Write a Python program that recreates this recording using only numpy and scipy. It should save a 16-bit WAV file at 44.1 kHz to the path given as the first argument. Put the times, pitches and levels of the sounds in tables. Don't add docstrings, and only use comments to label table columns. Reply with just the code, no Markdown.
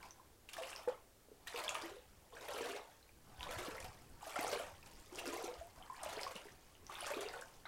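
import sys
import numpy as np
from scipy import signal
from scipy.fft import rfft, irfft, next_fast_len
from scipy.io import wavfile
from scipy.ndimage import uniform_filter1d

SR = 44100
rng = np.random.default_rng(int(sys.argv[2]) if len(sys.argv) > 2 else 0)


def digitize_waveform(pressure):
    field = np.atleast_2d(pressure).T
    bounded = np.clip(field, -1, 1)
    quanta = np.round(bounded * 32767).astype(np.int16)
    wavfile.write(sys.argv[1], SR, quanta)


N = 338247
TOP_HZ = 15900

# frequency_hz, density_db
FIZZ_COLOUR = [(150, -85), (300, 7.5), (600, 8.5), (1200, 2), (3000, 3.5), (5000, -5.5), (9000, -5.5),
               (12000, -12), (16000, -13)]
# start_s, swell_s, length_s, splash_db, gulp_over_splash_db,
# spray_over_splash_db, wash_db, entry_pitch_hz, deepest_after_s, deepest_pitch_hz
LEG_PUSHES = [(0.514, 0.069, 0.29, -53, -7.5, -7, -93, 695, 0.11, 476),
              (1.465, 0.11, 0.39, -48, -5, -7, -71.5, 638, 0.44, 324),
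              (2.322, 0.27, 0.43, -48, -1.5, -9, -71, 439, 0.35, 358),
              (3.383, 0.13, 0.36, -48.5, -5, -9, -66, 684, 0.21, 322.6),
              (4.21, 0.23, 0.37, -46.5, -1, -5, -65, 731.5, .25, 399.6),
              (5.111, 0.164, .37, -49.5, 0, -6, -65.5, 356.4, 0.1682, 287.9),
              (5.927, 0.12, 0.42, -51, -4, -7.5, -66.5, 718, 0.22, 395),
              (6.893, 0.16, 0.37, -47.5, -2, -8.5, -64, 758, 0.3, 327)]


def from_db(db):
    return 10 ** (np.asarray(db) / 20)


def rms_one(x):
    return x / np.sqrt(np.mean(x ** 2) + 1e-20)


def curve(points):
    times, values = np.transpose(points)
    return np.interp(np.arange(N) / SR, times, values)


def add(out, start, sound):
    start = int(np.clip(start, 0, N - 1))
    out[start:start + len(sound)] += sound[:N - start]


def filtered(x, kind, hz):
    return signal.sosfilt(signal.butter(2, hz, kind, fs=SR, output="sos"), x)


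def evened(x, span_s):
    width = int(span_s * SR)
    power = uniform_filter1d(uniform_filter1d(x ** 2, width), width)
    return x / np.sqrt(np.abs(power) + 1e-9)


def noise(colour):
    hz, db = np.transpose(colour)
    size = next_fast_len(N, True)
    bin_hz = np.maximum(np.fft.rfftfreq(size, 1 / SR), 1)
    gain = from_db(np.interp(np.log(bin_hz), np.log(hz), db))
    return rms_one(irfft(rfft(rng.standard_normal(size)) * gain, size)[:N])


def hiss_and_handling(lumps_db=3, lumps_hz=7):
    # frequency_hz, density_db
    hiss_colour = [(20, -2.5), (90, -6.5), (180, -14), (400, -10.5), (1000, -19.5), (2700, -25),
                   (8300, -25.5), (16000, -28.5)]
    rumble_colour = [(20, 0.5), (60, -3.5), (110, -6), (200, -11.5), (400, -16.5), (2000, -58)]
    # time_s, level_db
    rumble_levels = [(0, -71), (1.35, -78), (1.6, -70), (2.2, -69.5), (3.1, -77), (3.3, -58.5),
                     (3.9, -61.5), (4.2, -66), (6.3, -66), (6.7, -67), (7.6, -68.5)]
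    lumps = from_db(lumps_db * rms_one(filtered(rng.standard_normal(N), "low", lumps_hz)))
    rumble = from_db(curve(rumble_levels)) * rms_one(lumps * noise(rumble_colour))
    return rumble + from_db(-66.5) * noise(hiss_colour)


def bubble(hz, cycles, rise):
    turns = np.arange(max(int(cycles / hz * SR), 8)) * hz / SR
    onset = 1 - np.exp(-turns / (.5 + .0037 * cycles))
    envelope = onset * from_db(-60 * turns / cycles)
    return envelope / envelope.max() * np.sin(2 * np.pi * turns * (1 + .5 * rise * turns / cycles))


def bubble_cloud(level_db, surge, per_s, low_hz, octaves, cycles, spread_db, rise, even_s):
    births = np.flatnonzero(rng.random(N) < per_s * surge / SR)
    low_hz, out = np.broadcast_to(low_hz, N), np.zeros(N)
    for at, (pitch, size, damping, sign, depth) in zip(births, rng.random((len(births), 5))):
        hz = min(low_hz[at] * 2 ** (octaves * pitch), TOP_HZ)
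        strength = surge[at] * from_db(-spread_db * np.log(size + .0017))
        ring = bubble(hz, cycles * 4 ** (damping - .5), 2 * depth * rise)
        add(out, at, np.sign(sign - .5) * strength * ring)
    return from_db(level_db) * evened(out, even_s)


def stirring(kind, shape, wash_offset_db=0, linger_s=0, slosh_s=.36):
    # start_s, gulp_db, splash_db, spray_db, fall_db_per_s (negative swells)
    sloshes = [(0, -62.5, -65, -72, 58), (0.028, -57.5, -57, -62, 254), (0.877, -48, -51, -63.5, 186),
               (2.485, -52, -49.5, -62, 150), (3.24, -74.5, -73.5, -78, -42), (3.801, -56, -53, -58.5, 95),
               (4.358, -43.5, -44.5, -74, 255), (4.53, -44, -47, -68, 127), (4.83, -84, -67, -66.5, 9),
               (5.76, -65, -69.5, -76, -18), (6.157, -48, -48.5, -62, 252), (6.355, -60, -56.5, -61, 117),
               (6.898, -58, -50, -74.5, 200), (7.339, -52, -51.5, -78, 120), (7.654, -64, -48, -90, 148)]
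    depth_db, sag_db_per_s, release_db_per_s = shape
    lead_db, lead_db_per_s, wash_db_per_s = -24, 72.5, 20
    t, power = np.arange(0, N, 32) / SR, 1e-10
    for start_s, swell_s, length_s, splash_db, gulp_db, spray_db, wash_db, *_ in LEG_PUSHES:
        age = t - start_s
        full_db = splash_db + {"gulp": gulp_db, "splash": 0, "spray": spray_db}[kind]
        lead = full_db + lead_db + lead_db_per_s * np.minimum(age, 0)
        push = full_db - depth_db * np.clip(1 - age / swell_s, 0, 1)
        push -= sag_db_per_s * np.maximum(age - swell_s, 0)
        push -= release_db_per_s * np.maximum(age - length_s - linger_s, 0)
        wash = wash_db + wash_offset_db - wash_db_per_s * np.maximum(age - length_s, 0)
        power += from_db(np.where(age > 0, push, lead)) ** 2 + (age > length_s) * from_db(wash) ** 2
    for start_s, gulp_db, splash_db, spray_db, fall_db_per_s in sloshes:
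        age = t - start_s
        start_db = {"gulp": gulp_db, "splash": splash_db, "spray": spray_db}[kind]
        slosh = from_db(start_db - fall_db_per_s * np.maximum(age, 0))
        power += (age >= 0) * (age < slosh_s) * slosh ** 2
    return curve(np.c_[t, 10 * np.log10(power)])


def hollow_pitch(refill_s=.207, refilled_hz=514):
    points = []
    for start_s, _, length_s, *_, entry_hz, deepest_s, deepest_hz in LEG_PUSHES:
        closed_s = start_s + length_s + refill_s
        points += [(start_s, entry_hz), (start_s + deepest_s, deepest_hz), (closed_s, refilled_hz)]
    return curve(points)


def surges(splash_db, per_s=55, decay_s=.011, size=1.7):
    stirred = np.minimum(from_db(.6 * (splash_db + 56)), 1)
    landings = rng.random(N) < per_s / SR
    kicks = landings * np.minimum(rng.exponential(1, N), 2) * size * stirred
    return 1 + signal.lfilter([1], [1, -np.exp(-1 / (decay_s * SR))], kicks + 1e-18)


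def wading():
    # depth_db, sag_db_per_s, release_db_per_s
    gulp_shape = (17, 7.5, 152)
    splash_shape = (12.5, 16, 90)
    spray_shape = (10.7, 13.5, 130)
    gulp_db = stirring("gulp", gulp_shape, wash_offset_db=-17, linger_s=.011)
    splash_db = stirring("splash", splash_shape)
    spray_db = stirring("spray", spray_shape, wash_offset_db=-2, linger_s=-.018)
    hollow_hz = hollow_pitch()
    push_db = np.clip(splash_db - splash_db.max(), -16, 0)
    rim_hz = 1007 * 2 ** (.025 * push_db)
    surge = surges(splash_db)
    shower = np.sqrt(surge * surges(splash_db))
    glugs = bubble_cloud(gulp_db, np.sqrt(surge), per_s=40, low_hz=hollow_hz, octaves=.563,
                         cycles=44.6, spread_db=6, rise=.448, even_s=.041)
    gulps = bubble_cloud(gulp_db, np.sqrt(surge), per_s=130, low_hz=hollow_hz, octaves=1.319,
                         cycles=25.4, spread_db=1.5, rise=.17, even_s=.022)
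    splash = bubble_cloud(splash_db, shower, per_s=300, low_hz=rim_hz, octaves=2.25,
                          cycles=37.7, spread_db=3, rise=.429, even_s=.017)
    spray = bubble_cloud(spray_db, shower, per_s=430, low_hz=4220, octaves=1.63,
                         cycles=21, spread_db=3, rise=.034, even_s=.058)
    fizz = from_db(.39 * splash_db + .57 * spray_db) * evened(surge, span_s=.44) * noise(FIZZ_COLOUR)
    return (from_db(-5.5) * glugs + from_db(-1.5) * gulps + from_db(-3) * splash
            + from_db(-1.5) * spray + from_db(-5) * fizz)


def cave_echoes(x, t60_s=.22, tail_db=-5.5, step_s=.2, cut_hz=9800):
    # delay_s, level_db
    reflections = [(0.012, -17), (0.02, -30)]
    # pitch_hz, width_hz, gain_db
    passage_modes = [(267, 15, 3), (547, 7.9, -4), (728, 94, -3.5)]
    t, hop, echoes = np.arange(SR // 4) / SR, int(step_s * SR), np.zeros(N)
    for start in range(-hop, N, hop):
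        tail = rng.standard_normal(len(t)) * from_db(-60 * t / t60_s) * (t > .004)
        response = from_db(tail_db) * tail / np.linalg.norm(tail)
        for delay_s, db in reflections:
            response[int(delay_s * SR)] += from_db(db)
        span = np.arange(max(start, 0), min(start + 2 * hop, N))
        crossfade = np.sin(.5 * np.pi * (span - start) / hop)
        add(echoes, span[0], signal.fftconvolve(x[span] * crossfade, response))
    ringing = sum(from_db(db) * resonance(x, hz, width_hz) for hz, width_hz, db in passage_modes)
    return filtered(echoes, "low", cut_hz) + ringing


def resonance(x, hz, width_hz):
    radius = np.exp(-np.pi * width_hz / SR)
    feedback = [1, -2 * radius * np.cos(2 * np.pi * hz / SR), radius ** 2]
    return signal.lfilter(np.array([1, 0, -1]) * (1 - radius ** 2) / 2, feedback, x)


def plops(patter_db=-23, patter_s=.0074):
    # start_s, pitch_hz, peak_db, ring_cycles
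    drops = [(0.029, 2210, -47, 41), (.036, 980, -52.5, 104), (.108, 5840, -43.5, 48),
             (.197, 1000, -54.5, 45), (0.489, 2660, -42, 28), (.541, 3420, -42.5, 39),
             (.568, 1640, -41, 20), (.583, 642, -44, 97), (0.611, 506, -44, 74), (.635, 2700, -36.5, 21),
             (.730, 2640, -40, 23), (.762, 5040, -34.5, 20), (.875, 479, -30.5, 45), (0.884, 1400, -44, 45),
             (0.895, 531, -39, 37), (1.285, 422, -53.5, 5.2), (1.316, 406, -49.5, 10),
             (1.471, 1830, -42, 68), (1.482, 3800, -38.5, 31), (1.543, 463, -41.5, 76),
             (1.561, 2580, -34, 15), (1.68, 3280, -30.5, 57), (1.691, 2580, -30, 27),
             (1.751, 1180, -37.5, 48), (1.753, 2650, -28.5, 10), (1.834, 327.5, -48, 73),
             (1.915, 390, -49.5, 66), (1.965, 478, -49.5, 46), (2.333, 460, -53, 82),
             (2.368, 1560, -47.5, 48), (2.543, 406.4, -43, 33.4), (2.609, 438, -36, 22),
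             (2.745, 407, -45, 35), (3.028, 4020, -55.5, 43), (3.092, 2314, -55, 33),
             (3.408, 2686, -35.5, 13.4), (3.408, 956, -48.5, 76), (3.43, 3480, -33, 14),
             (3.467, 1050, -44.5, 77), (3.49, 506, -44, 37), (3.781, 1990, -40, 25.6),
             (4.229, 837, -44.5, 47), (4.268, 630, -45, 37), (4.359, 1330, -37, 52), (4.36, 674, -37, 18),
             (4.391, 2190, -31.5, 11), (4.446, 716.4, -33.5, 7.9), (4.828, 2480, -51.5, 31),
             (5.123, 352, -49, 47), (5.187, 2650, -39, 54.4), (5.272, 277, -47, 48),
             (5.441, 385, -40, 20.1), (5.482, 478.2, -42.5, 70), (5.611, 655, -46, 109),
             (5.825, 3008, -49.5, 55.5), (5.899, 1008, -40.5, 105), (6.06, 598, -43, 55.3),
             (6.172, 428, -39.5, 19), (6.193, 2055, -36, 16), (6.233, 4614, -28.5, 11.2),
             (6.266, 1062, -36, 48), (6.362, 2762, -40.5, 43), (6.454, 385.5, -51, 20.5),
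             (6.486, 1793, -50, 42), (6.752, 2874, -51, 17.7), (6.867, 5694, -40.5, 17),
             (6.897, 1120, -41.5, 37), (6.954, 3434, -38.5, 28), (7.008, 9820, -33.5, 60.7),
             (7.111, 576, -37.5, 31), (7.137, 2406, -36.5, 39.2), (7.168, 364.4, -36.5, 40.7),
             (7.287, 4607, -36, 17.3), (7.338, 1425, -42, 47), (7.422, 1528, -42.5, 33.5)]
    rings, scatter, t = np.zeros(N), np.zeros(N), np.arange(SR // 8) / SR
    for start_s, hz, db, cycles in drops:
        add(rings, start_s * SR, from_db(db) * bubble(hz, cycles, rise=.21))
        hardness = min(hz / 2500, 1)
        add(scatter, start_s * SR, from_db(db + patter_db) * hardness * np.exp(-t / patter_s))
    return rings + scatter * rms_one(filtered(noise(FIZZ_COLOUR), "high", 1600))


def foot_slaps(swell_s=.0048):
    # start_s, level_db
    footfalls = [(0.488, -54.5), (0.531, -50), (1.47, -47.5), (5.188, -46)]
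    bursts, t = np.zeros(N), np.arange(SR // 8) / SR
    for start_s, db in footfalls:
        add(bursts, start_s * SR, from_db(db) * t / swell_s * np.exp(1 - t / swell_s))
    return bursts * rms_one(filtered(noise(FIZZ_COLOUR), "high", 1700))


def spatters(low_hz=4900, octaves=1.14, cycles=16, over_s=.008, fade_db=9, count=9):
    # start_s, level_db
    handfuls = [(.533, -42), (.69, -45), (.702, -42.5), (1.692, -30.5), (2.536, -43), (3.802, -41),
                (4.479, -36), (5.157, -42), (5.277, -39), (5.442, -40.5), (6.032, -36.5), (6.212, -39.5),
                (7.067, -36), (7.207, -41), (7.412, -43.5)]
    out = np.zeros(N)
    for start_s, db in handfuls:
        for k, (pitch, late) in enumerate(rng.random((count, 2))):
            progress = (k + late) / count
            ring = bubble(low_hz * 2 ** (octaves * pitch), cycles, rise=late / 2)
            add(out, (start_s + over_s * progress ** 2) * SR, from_db(db - fade_db * progress) * ring)
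    return out


def thuds():
    # start_s, pitch_hz, peak_db
    bumps = [(3.385, 59.87, -50), (3.565, 99.4, -44.5), (3.682, 306.6, -40), (3.875, 107, -52.5),
             (4.39, 298.4, -37.5), (4.726, 84, -55.5), (5.585, 64, -51), (6.355, 198.4, -50.5)]
    out = np.zeros(N)
    for start_s, hz, db in bumps:
        add(out, start_s * SR, from_db(db) * bubble(hz, cycles=9, rise=0))
    return out


def scene():
    water = wading() + plops() + foot_slaps() + spatters()
    return (hiss_and_handling() + water + cave_echoes(water) + thuds())[None]


def record(dry):
    return signal.sosfilt(signal.ellip(12, .1, 80, TOP_HZ, fs=SR, output="sos"), dry)


dry = scene()
out = record(dry)
digitize_waveform(out)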